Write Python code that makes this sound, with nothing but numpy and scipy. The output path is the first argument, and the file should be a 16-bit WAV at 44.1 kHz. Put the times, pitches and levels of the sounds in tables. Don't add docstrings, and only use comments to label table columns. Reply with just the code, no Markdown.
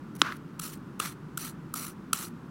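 import sys
import numpy as np
from scipy import signal
from scipy.fft import rfft, irfft, next_fast_len
from scipy.io import wavfile
from scipy.ndimage import map_coordinates

SR = 44100
rng = np.random.default_rng(int(sys.argv[2]) if len(sys.argv) > 2 else 0)


def master_out(mix):
    frames = np.transpose(np.atleast_2d(mix))
    ceiling = np.clip(frames, -1, 1)
    pcm = np.round(ceiling * 32767).astype(np.int16)
    wavfile.write(sys.argv[1], SR, pcm)


N = 110250

TIME = np.arange(N) / SR
SIZE = next_fast_len(N + 8192)
FREQ = np.fft.rfftfreq(SIZE, 1 / SR)


def amp(db):
    return 10 ** (np.asarray(db) / 20)


def unit(x):
    return x / np.sqrt(np.mean(x ** 2) + 1e-20)


def along(points):
    hz, db = np.transpose(points)
    return np.interp(np.log(FREQ + 1), np.log(hz + 1), db)


def noise():
    return rng.standard_normal(N)


def coloured(x, spectrum_db):
    return irfft(rfft(x, SIZE) * unit(amp(spectrum_db)), SIZE)[:N]


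def wander(position):
    return map_coordinates(rng.standard_normal(size=2048), [position], mode="wrap")


def swell(s, rise_s, fall_s):
    width_s = np.where(TIME < s, rise_s, fall_s)
    return np.exp(-((TIME - s) / width_s) ** 2)


def decay(s, t60_s):
    return (TIME >= s) * np.exp(-np.log(1000) * np.maximum(TIME - s, 0) / t60_s)


# frequency_hz, relative_density_db
ROOM_SPECTRUM = [(20, -21.5), (40, -26), (62, -13), (85, -17.5), (115, -8), (152, 0.5), (190, -2),
                 (330, -7), (450, -18), (680, -27.5), (1000, -20.5), (1350, -20.5), (2000, -32.5),
                 (4000, -41.5), (8000, -48.5), (16000, -54)]
ROOM_DB = -43.5


def room():
    return amp(ROOM_DB) * coloured(noise(), along(ROOM_SPECTRUM))


WIRES_PER_S, WIRE_SCATTER_DB = 2400, 3
HISS_SHARE = 0.28


def wires(spectrum_db):
    struck = rng.random(N) < WIRES_PER_S / SR
    sign = rng.choice([-1, 1], N)
    flicks = struck * sign * amp(WIRE_SCATTER_DB * noise())
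    mix = np.sqrt(1 - HISS_SHARE) * unit(flicks) + np.sqrt(HISS_SHARE) * noise()
    return coloured(mix, spectrum_db)


# centre_hz, width_hz, lift_db
STEEL_RESONANCES = [(4180, 300, 6), (5850, 350, 4.5), (6820, 200, -2.5), (8070, 230, 3), (8920, 220, -7.5),
                    (9740, 380, 4.5)]
COLOUR_STEP_HZ = 257.2
GRIP_COLOUR_DB, LAND_COLOUR_DB = 1.05, 0.5


def steel(vary_db):
    modes = sum(db * np.exp(-((FREQ - hz) / width_hz) ** 2) for hz, width_hz, db in STEEL_RESONANCES)
    return modes + vary_db * wander(FREQ / COLOUR_STEP_HZ)


# frequency_hz, relative_db
LIGHT_TOUCH_SPECTRUM = [(60, -47), (700, -19.5), (1300, -1), (4000, -9), (6000, -6), (8000, -7.5),
                        (9900, -2), (12000, -4.5), (16000, -5.5)]
# peak_s, level_db, half_width_s
GRAZE_EVENTS = [(.1540, -42.5, .0018), (0.165, -47.5, 0.0048), (.208, -50, 0.02), (.326, -58.5, 0.0049),
                (.369, -52.5, 0.00383), (0.737, -44.5, 0.0075), (.774, -61.5, .007), (.9953, -35, 0.0011),
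                (1.761, -39, 0.00265), (1.867, -37, .002)]


def grazes():
    touch = sum(amp(db) * swell(s, half_width_s, half_width_s) for s, db, half_width_s in GRAZE_EVENTS)
    return touch * wires(along(LIGHT_TOUCH_SPECTRUM) + steel(GRIP_COLOUR_DB))


CLICK_S = 0.217
CHATTER_HZ, CHATTER_DB = 169, 1.5
# frequency_hz, relative_db
DRAG_SPECTRUM = [(60, -49), (200, -19.5), (800, -17), (1150, -1.5), (1450, -2), (1900, -11), (3000, -17.5),
                 (4300, -22.5), (6000, -27.5), (10000, -45), (16000, -74.5)]
DRAG_START_S, DRAG_FULL_S, DRAG_EASE_S, DRAG_END_S, DRAG_DB = 0.21, 0.24, 0.285, 0.33, -34.5
DRAG_CHATTER_HZ, DRAG_CHATTER_DB = 259.4, 2.5
SLIP_S, SLIP_HALF_WIDTH_S, SLIP_DB = 0.323, 0.0017, -32
DRAG_TAIL_DB, DRAG_TAIL_T60_S = -42, 0.17
TRAIL_END_S, TRAIL_DB = 0.372, -59


def drag():
    pressure = np.interp(TIME, [DRAG_START_S, DRAG_FULL_S, DRAG_EASE_S, DRAG_END_S], [0, 1, 1, 0])
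    judder = unit(amp(DRAG_CHATTER_DB * wander(TIME * DRAG_CHATTER_HZ)))
    slip = amp(SLIP_DB) * swell(SLIP_S, SLIP_HALF_WIDTH_S, SLIP_HALF_WIDTH_S)
    tail = amp(DRAG_TAIL_DB) * decay(SLIP_S, DRAG_TAIL_T60_S)
    rub = amp(DRAG_DB) * pressure * judder + slip + tail
    trailing = (TIME > CLICK_S) * (TIME < TRAIL_END_S)
    trail = trailing * amp(TRAIL_DB + CHATTER_DB * wander(TIME * CHATTER_HZ))
    trail_wires = wires(along(LIGHT_TOUCH_SPECTRUM) + steel(GRIP_COLOUR_DB))
    return coloured(rub * noise(), along(DRAG_SPECTRUM)) + trail * trail_wires


# frequency_hz, level_db, t60_s
CLICK_MODES = [(328, -23.5, .012), (900, -18.5, 0.0036), (1370, -6.5, .008), (1990, -18, 0.013),
               (3150, 1, 0.0036), (4045, -8, .008), (7340, -21.5, 0.0058), (9880, -25.5, 0.013)]
# frequency_hz, relative_db
CRACK_SPECTRUM = [(200, -14), (650, -11), (1100, 2), (4000, -7), (4600, -2.5), (8000, -7), (11000, -27.5),
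                  (16000, -21)]
CRACK_DB, CRACK_T60_S, CLICK_LOW_HZ = -13.5, 0.013, 210
THUD_DELAY_S, THUD_DB, THUD_HZ, THUD_T60_S = 0.00362, -18, 318, 0.022


def click():
    t = TIME - CLICK_S
    ring = np.zeros(N)
    for k, (hz, db, t60_s) in enumerate(CLICK_MODES):
        polarity = (-1) ** k
        ring += polarity * amp(db) * decay(CLICK_S, t60_s) * np.sin(2 * np.pi * hz * t)
    crack = amp(CRACK_DB) * decay(CLICK_S, CRACK_T60_S) * coloured(noise(), along(CRACK_SPECTRUM))
    thud_tone = np.sin(2 * np.pi * THUD_HZ * (t - THUD_DELAY_S))
    thud = amp(THUD_DB) * decay(CLICK_S + THUD_DELAY_S, THUD_T60_S) * thud_tone
    highpass = signal.butter(2, CLICK_LOW_HZ, "highpass", fs=SR, output="sos")
    return signal.sosfilt(highpass, ring + crack + thud)


TILT_PIVOT_HZ = 5000


def tilt(db_per_octave):
    return db_per_octave * np.log2((FREQ + 1) / TILT_PIVOT_HZ)


# frequency_hz, relative_db
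LANDING_SPECTRUM = [(60, -50), (300, -1), (900, -15.5), (1500, -11), (2000, -14), (2700, 1.5), (3400, 0),
                    (4300, -7.5), (5200, -7), (6200, -3), (8200, -1.5), (10500, -2), (13000, -7),
                    (16000, -12)]
# peak_s, wire_db, rise_s, tilt_db_per_octave, ring_db, ring_hz
LANDING_EVENTS = [(0.5978, -31, .003, 2.5, -31, 1284), (1.0010, -25.5, 0.00224, -2.16, -19.5, 1250),
                  (1.3766, -27.5, 0.002, 3.5, -25.5, 1385), (1.741, -28.5, 0.0019, 6.2, -25.5, 1277),
                  (2.1320, -18, .0011, 0.8, -15.5, 1322)]
LAND_FALL_S = 0.003
SETTLE_DB, SETTLE_T60_S = -13, 0.04
RING_T60_S, RING_SWELL_S, RING_LEAD_S = 0.014, 0.0019, 0.001


def landings():
    out = np.zeros(N)
    for s, land_db, rise_s, tilt_db, ring_db, ring_hz in LANDING_EVENTS:
        spectrum_db = along(LANDING_SPECTRUM) + tilt(tilt_db) + steel(LAND_COLOUR_DB)
        clatter = coloured(noise(), spectrum_db)
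        settle = amp(SETTLE_DB) * decay(s, SETTLE_T60_S)
        impact = np.maximum(swell(s, rise_s, LAND_FALL_S), settle)
        out += amp(land_db) * impact * clatter

        peak_s = s + RING_LEAD_S
        ring_rise = swell(peak_s, RING_SWELL_S, RING_SWELL_S)
        ring = np.where(TIME < peak_s, ring_rise, decay(peak_s, RING_T60_S))
        out += amp(ring_db) * ring * np.sin(2 * np.pi * ring_hz * (TIME - s))
    return out


PATCH_DB, PATCH_HZ, PATCH_S = 2.5, 450, 0.018


def patchy(x):
    hz, t, z = signal.stft(x, SR, nperseg=256)
    knots = rng.standard_normal(size=(128, 512))
    position = np.meshgrid(hz / PATCH_HZ, t / PATCH_S, indexing="ij")
    field = map_coordinates(knots, position, mode="wrap")
    return unit(signal.istft(z * amp(PATCH_DB * field), SR, nperseg=256)[1][:N])


# frequency_hz, relative_db
SCRATCH_SPECTRUM = [(60, -50), (200, -26.5), (700, -17), (1200, -3.5), (2200, -3.5), (3500, -7), (4800, -6),
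                    (6500, -4), (9000, -2.5), (12000, -3), (14000, -6.5), (16000, -6.5)]
# frequency_hz, relative_db
RASP_SPECTRUM = [(60, -55), (300, -18), (750, -11.5), (1100, -3), (1350, 5.5), (1800, -25), (3000, -10),
                 (8000, -44.5)]
# start_s, level_db, bite_s, hold_s, contact_s, fade_db, tilt_db_per_octave, rasp_db
# (hold_s and contact_s count from start_s)
SCRATCH_EVENTS = [(.606, -39.5, 0.012, 0.053, .150, 16.5, 0.5, -49.5),
                  (1.006, -38.5, 0.0027, .054, 0.12, 14, -2, -46.5),
                  (1.381, -40, 0.0087, 0.088, .130, 12, .2, -50.5),
                  (1.75, -38.5, 0.0042, 0.094, 0.16, 12, 1.2, -47.5),
                  (2.14, -38, 0.0018, .090, .142, 14, 0.3, -45.5)]
RELEASE_S = 0.011


def scratches():
    out = np.zeros(N)
    for s, db, bite_s, hold_s, contact_s, fade_db, tilt_db, rasp_db in SCRATCH_EVENTS:
        t = TIME - s
        grip = 1 - np.exp(-np.maximum(t, 0) / bite_s)
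        ease = amp(-fade_db * np.clip((t - hold_s) / (contact_s - hold_s), 0, 1))
        release = np.exp(-np.maximum(t - contact_s, 0) / RELEASE_S)
        chatter = amp(CHATTER_DB * wander(TIME * CHATTER_HZ))
        pressure = grip * ease * release * chatter
        spectrum_db = along(SCRATCH_SPECTRUM) + tilt(tilt_db) + steel(GRIP_COLOUR_DB)
        scratch = patchy(wires(spectrum_db))
        rasp = wires(along(RASP_SPECTRUM))
        out += pressure * (amp(db) * scratch + amp(rasp_db) * rasp)
    return out


def scene():
    return (room() + grazes() + drag() + click() + landings() + scratches())[None]


TOP_HZ = 16000


def record(dry):
    return irfft(rfft(dry, SIZE) * (FREQ < TOP_HZ), SIZE)[:, :N]


dry = scene()
out = record(dry)
master_out(out)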